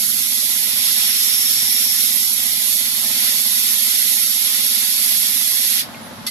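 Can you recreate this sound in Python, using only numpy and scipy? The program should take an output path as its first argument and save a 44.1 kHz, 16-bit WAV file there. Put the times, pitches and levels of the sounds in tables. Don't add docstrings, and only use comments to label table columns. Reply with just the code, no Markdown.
import sys
import numpy as np
from scipy import signal
from scipy.fft import rfft, irfft
from scipy.io import wavfile
from scipy.ndimage import uniform_filter1d

SR = 44100
rng = np.random.default_rng(int(sys.argv[2]) if len(sys.argv) > 2 else 0)


def store_pcm(level_fs):
    pcm = np.round(np.clip(level_fs, -1, 1) * 32767).astype(np.int16)
    wavfile.write(sys.argv[1], SR, np.atleast_2d(pcm).T)


def undo_db(level):
    steps = np.asarray(level, float) / 20
    return 10 ** steps


N = 277830
T = np.arange(N) / SR
F = np.fft.rfftfreq(N, 1 / SR)

# frequency in Hz, level in dB.
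SHOP_COLOUR = [(30, -20), (95, 5), (230, 11.5), (420, -3.5), (600, 5), (900, 1.5), (1500, 3), (2100, -8.5),
               (4500, -17), (7000, -21.5), (14000, -29)]
# frequency in Hz, likeness from 0 to 1.
PORT_LIKENESS = [(60, 0.68), (700, 0.43), (1200, 0), (3000, 0.03), (15000, 0.1)]
# frequency in Hz, width in Hz, level in dB.
TANK_MODES = [(103.6, 24, -10.5), (155, 35, -30), (221.3, 14.5, 3), (252.9, 12, 1.5), (359.4, 67, -13.5),
              (557.2, 37, -8), (680, 39, -13), (877, 6.6, -0.66), (1060, 48, -9)]
STROKE_HZ = 16.87
# start in seconds, frequency in Hz, level in dB,
# T60 in seconds, left minus right in dB.
KNOCKS = [(5.946, 2420, -31, .025, -6), (5.946, 2670, -36, 0.02, -12), (5.947, 2134, -41, .2, -9),
          (6.052, 580, -36, 0.05, -13), (6.112, 552, -34, 0.06, -9), (6.273, 2050, -31, .5, -4),
          (6.265, 3500, -29, .15, -3), (6.268, 4450, -25, .3, 5), (6.265, 5500, -27, .1, 5),
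          (6.267, 8050, -33, .2, 0), (6.267, 11280, -31, .3, -14), (6.268, 10050, -35, .3, -14),
          (6.268, 6300, -33, .3, 0), (6.270, 4000, -31, .2, 3), (6.27, 1230, -42, .4, 0),
          (6.272, 2620, -41, .3, 0)]
# start in seconds, end in seconds, frequency in Hz, level in dB.
VALVE_WHISTLES = [(6.013, 6.076, 10670, -38), (6.045, 6.09, 10330, -41), (6.055, 6.113, 12000, -46)]
# time in seconds, level in dB.
EDGE_LEVEL = [
    (2.5, -54),
    (2.7, -34),
    (3.0, -31.5),
    (3.35, -34.5),
    (3.5, -35),
    (4.2, -38.5),
    (5.0, -40),
    (5.7, -54),
]

# frequency in Hz, level in dB.
JET_COLOUR = [(200, -34.5), (700, -15.5), (1300, -1.5), (2000, 1.5), (15000, 0)]
# frequency in Hz, width in Hz, left level in dB, right level in dB.
PART_MODES = [(2227, 55, 4.5, 1.5), (3304, 68, -15, 5), (3432, 35, -3, 7.5), (3648, 83, 0, 5.5),
              (4045, 29, 0.5, 2), (4280, 37, 5.5, -0.5), (4484, 45, 8, -0.5), (4780, 45, 4.5, 0.5),
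              (5007, 47, 3, -2.5), (4930, 62, 2.5, -6.5), (5290, 90, 4.5, 1.5), (5485, 50, 2, 3),
              (5605, 69, 1.5, 1.2), (11220, 87, 6.5, 0), (11300, 100, 15, 4.5), (12270, 92, 1, 2)]
# frequency in Hz, carrier (0 walls, 1 part low, 2 part high, 3 nozzle).
HISS_CARRIER = [(3700, 0), (4250, 1), (4850, 1), (5150, 2), (5700, 2), (5880, 3)]
# time in seconds, jet level in dB, squareness of the grit strike in dB.
GUN_MOVES = [(0.0, -20.5, -10), (0.05, -20.5, -11), (0.79, -21.5, -8), (0.84, -19.5, -8),
             (2.01, -19.5, -10.5), (2.58, -21, -9), (2.72, -19, -10.5), (2.9, -22.5, -8.5),
             (3.29, -19, -7.5), (3.42, -20.5, -9), (3.69, -18.5, -9), (4.97, -21, -8), (5.05, -18.5, -9.5),
             (5.34, -20.5, -8.5), (5.69, -19.5, -10), (5.79, -20.5, -6)]
STRIKE_FOLLOW = (1.05, 0.92, .6)
# start, full, fading and end in seconds, swell in dB.
WEB_SWEEP = (.75, 1.3, 1.9, 2.35, 5)
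STOP_S, RESTART_S, RESTART_ATTACK_S = 5.802, 6.2635, .003
RELEASE_DB_PER_S, LEAK_DB, LEAK_FADE_DB_PER_S = 434, -54, 298
RESTART_DB, RESTART_SAG_DB_PER_S = -28.5, 100
# walls, low ring, high ring, in dB over the jet.
FIRST_STRIKE = (5.5, 8, 5.5)

# frequency in Hz, gain in dB.
LEFT_RESPONSE = [(60, 8), (100, 2), (1000, 7.5), (2000, 5.5), (3000, 13), (4000, 17.5), (4500, 18),
                 (5600, 18.5), (6100, 15.5), (7000, 13.5), (10000, 3), (12000, 0), (13300, -1),
                 (14300, 10.5)]
RIGHT_RESPONSE = [(50, -2), (100, 5.5), (1500, 2.5), (2000, 14.5), (2700, 11.5), (3500, 17), (5000, 14.5),
                  (8000, 16), (10000, 19.5), (10800, 28), (11400, 31), (12000, 24.5), (13300, 19),
                  (14400, 15.5)]
DUCK_DB, SHOP_OPEN_DB, TANK_OPEN_DB, RECOVER_S = -3, 2.2, 1.2, 0.059
# start, top and end in seconds, swell in dB.
SHOP_SWELL = (2.9, 3.1, 3.501, 4.5)
# frequency in Hz, usual signal over step in dB.
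BAND_FINENESS = [(50, -13), (110, -5), (230, 5), (330, -6), (440, -16), (580, -6), (790, -10), (900, -7),
                 (1300, -8), (1750, -8), (2200, -4), (2750, -9), (3200, -4), (5000, -6), (5400, -2),
                 (7200, -5), (11000, 3)]
# time in seconds, change in dB.
STEP_CHANGE = [
    (0, 0),
    (6.24, 0),
    (6.245, -25),
    (6.28, -25),
    (6.29, 13),
    (6.3, 13),
]
TOP_HZ, RESTART_TOP_HZ = 14520, 13100
HOP, LEAD, BAND = 1024, 800, 4


def level(x, db):
    return x * undo_db(db) / np.sqrt(np.mean(x ** 2))


def colour(points):
    hz, value = np.transpose(points)
    return np.interp(np.log(F + 1), np.log(hz), value)


def shape(x, gain):
    return irfft(rfft(x) * gain, N)


def resonance(hz, width):
    return 1j * F * width / (hz ** 2 - F ** 2 + 1j * F * width)


def walk(rate):
    k = int(SR / rate)
    held = np.repeat(rng.standard_normal(N // k + 1), k)
    return 0.79 * uniform_filter1d(uniform_filter1d(held, k), k)[:N]


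def box(t60, direct):
    tail = rng.standard_normal((2, N)) * np.exp(-np.log(1000) * T / t60)
    tail /= np.sqrt(np.sum(tail ** 2, axis=1, keepdims=True))
    tail[:, 0] += direct
    return rfft(tail) / np.hypot(1, direct)


def workshop():
    like = np.clip(colour(PORT_LIKENESS), 0, 1)
    mid, side = rfft(rng.standard_normal((2, N)))
    pair = np.sqrt(1 + like) * mid + np.sqrt(1 - like) * side * np.array([[1], [-1]])
    air = irfft(pair * undo_db(colour(SHOP_COLOUR)), N)
    return level(air, -44.5) * undo_db(walk(4.6) / 2)


def compressor():
    chance = rng.standard_normal((int(T[-1] * STROKE_HZ) + 1, 2))
    when = (np.arange(len(chance)) + .3) / STROKE_HZ + .00008 * chance[:, 0]
    strokes = np.zeros(N)
    strokes[np.clip((when * SR).astype(int), 0, N - 1)] = undo_db(0.8 * chance[:, 1])
    soft = 1 / (1 + (F / 1300) ** 4)
    tank = 0
    for k, (hz, width, db) in enumerate(TANK_MODES):
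        tank = tank + (-1) ** k * undo_db(db) * resonance(hz, width)
    thumps = shape(strokes, tank * soft * box(0.49, 2.6))
    return level(thumps, -47.5) * undo_db([[-1.5], [1.5]])


def small_sounds():
    out = np.zeros((2, N))
    for start, hz, db, t60, pan_db in KNOCKS:
        age = np.maximum(T - start, 0)
        ring = np.sin(2 * np.pi * hz * age) * np.exp(-np.log(1000) * age / t60)
        out += ring * undo_db([[db + pan_db / 2], [db - pan_db / 2]])
    for start, end, hz, db in VALVE_WHISTLES:
        swell = np.sin(np.pi * np.clip((T - start) / (end - start), 0, 1)) ** .5
        out += swell * np.sin(2 * np.pi * hz * T) * undo_db([[db - 23], [db]])
    return out


def singing_edge():
    ring = shape(rng.standard_normal(N), resonance(4452, 20) ** 2)
    edge_db = np.interp(T, *np.transpose(EDGE_LEVEL))
    return level(ring, 0) * undo_db(edge_db + np.array([[0], [-10]]))


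def spray_controls():
    when, jet_db, strike_db = np.transpose(GUN_MOVES)
    since, age = np.maximum(T - STOP_S, 0), T - RESTART_S
    fall = np.interp(T, when, jet_db) - RELEASE_DB_PER_S * since
    leak = LEAK_DB - LEAK_FADE_DB_PER_S * np.maximum(since - .08, 0)
    shut = np.clip(1 - age / RESTART_ATTACK_S, 0, 2)
    again = RESTART_DB - RESTART_SAG_DB_PER_S * np.maximum(age, 0) - 40 * shut

    strike = np.interp(T, when, strike_db - np.median(strike_db))
    lingers_db = 6 * np.minimum(since / 0.051, 1)
    relative = []
    for share, hit_db in zip(STRIKE_FOLLOW, FIRST_STRIKE):
        relative.append(np.where(age > 0, hit_db, share * strike + lingers_db))
    sweep_db = WEB_SWEEP[4] * np.interp(T, WEB_SWEEP[:4], [0, 1, 1, 0])
    relative[0] = relative[0] + .22 * sweep_db
    relative[2] = relative[2] + sweep_db
    return np.maximum.reduce([fall, leak, again]), relative + [0]


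def blast():
    nozzle_db, relative = spray_controls()
    grit = rng.standard_normal((2, N)) * undo_db(1.98 * rng.exponential(size=(2, N)))
    grit[1] += 0.4 * np.roll(grit[0], -6)
    rings = 1
    for hz, width, left_db, right_db in PART_MODES:
        rings = rings + np.outer(undo_db([left_db, right_db]) - 1, resonance(hz, width))
    hiss = rfft(level(grit, 0)) * undo_db(colour(JET_COLOUR)) * rings * box(.06, 4.5)
    surge = .35 * walk(9) + .5 * walk(35)
    out = 0
    for k, relative_db in enumerate(relative):
        region = colour([(hz, who == k) for hz, who in HISS_CARRIER])
        own = irfft(hiss * region, N)
        out = out + own * undo_db(relative_db + surge + 0.48 * walk(14))
    return out * undo_db(nozzle_db - 12.5)


def gain_control(open_db):
    opened = np.clip((T - STOP_S) / RECOVER_S, 0, 1)
    under_db = DUCK_DB + SHOP_SWELL[3] * np.interp(T, SHOP_SWELL[:3], [0, 1, 0])
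    return undo_db(under_db + opened * (open_db - DUCK_DB))


def scene():
    ports = undo_db([colour(LEFT_RESPONSE), colour(RIGHT_RESPONSE)])
    behind = workshop() * gain_control(SHOP_OPEN_DB) + compressor() * gain_control(TANK_OPEN_DB)
    return shape(blast() + behind, ports) + singing_edge() + small_sounds()


def band_rounding(x, scatter_db=3.5, quiet_db=-51):
    n, k = np.arange(2 * HOP), np.arange(HOP)
    window = np.sqrt(2 / HOP) * np.sin(np.pi * (n + .5) / (2 * HOP))
    basis = window * np.cos(np.pi / HOP * np.outer(k + .5, n + .5 + HOP / 2))
    padded = np.pad(x, ((0, 0), (HOP + LEAD, 2 * HOP - (N + LEAD) % HOP)))
    blocks = padded.reshape(2, -1, HOP)
    bins = np.concatenate([blocks[:, :-1], blocks[:, 1:]], axis=2) @ basis.T
    hz = (k + .5) * SR / (2 * HOP)
    s = (np.arange(bins.shape[1]) * HOP - LEAD) / SR

    power = np.mean(bins ** 2, axis=1, keepdims=True)
    usual = np.sqrt(uniform_filter1d(power, size=9, axis=2))
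    loud = np.sqrt(np.mean(bins ** 2, axis=(0, 2), keepdims=True) / np.mean(bins ** 2))
    chance = np.repeat(rng.standard_normal((2, len(s), HOP // BAND)), BAND, axis=2)
    chance = uniform_filter1d(chance, size=3, axis=1) * np.sqrt(3)
    follow = np.interp(hz, [1500, 6000], [.8, 1.5])
    step_db = scatter_db * chance - np.interp(hz, *np.transpose(BAND_FINENESS))
    step_db = step_db + np.interp(s, *np.transpose(STEP_CHANGE))[:, None]
    floor = undo_db(quiet_db) * np.minimum(hz / 10000, 1) ** 4
    step = np.maximum(usual * loud ** follow * undo_db(step_db), floor)

    top_hz = np.where(s > RESTART_S, RESTART_TOP_HZ, TOP_HZ)[:, None]
    kept = np.sign(bins) * np.floor(np.abs(bins) / step + .4054) * step * (hz < top_hz)
    frames = kept @ basis
    return (frames[:, 1:, :HOP] + frames[:, :-1, HOP:]).reshape(2, -1)[:, LEAD:LEAD + N]


def band_limit(x):
    return signal.sosfilt(signal.butter(12, 15810, fs=SR, output="sos"), x)


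def record(dry):
    limited = np.tanh(1.222 * dry) / 1.214
    mix = band_rounding(limited)
    return band_limit(mix)


dry = scene()
out = record(dry)
store_pcm(out)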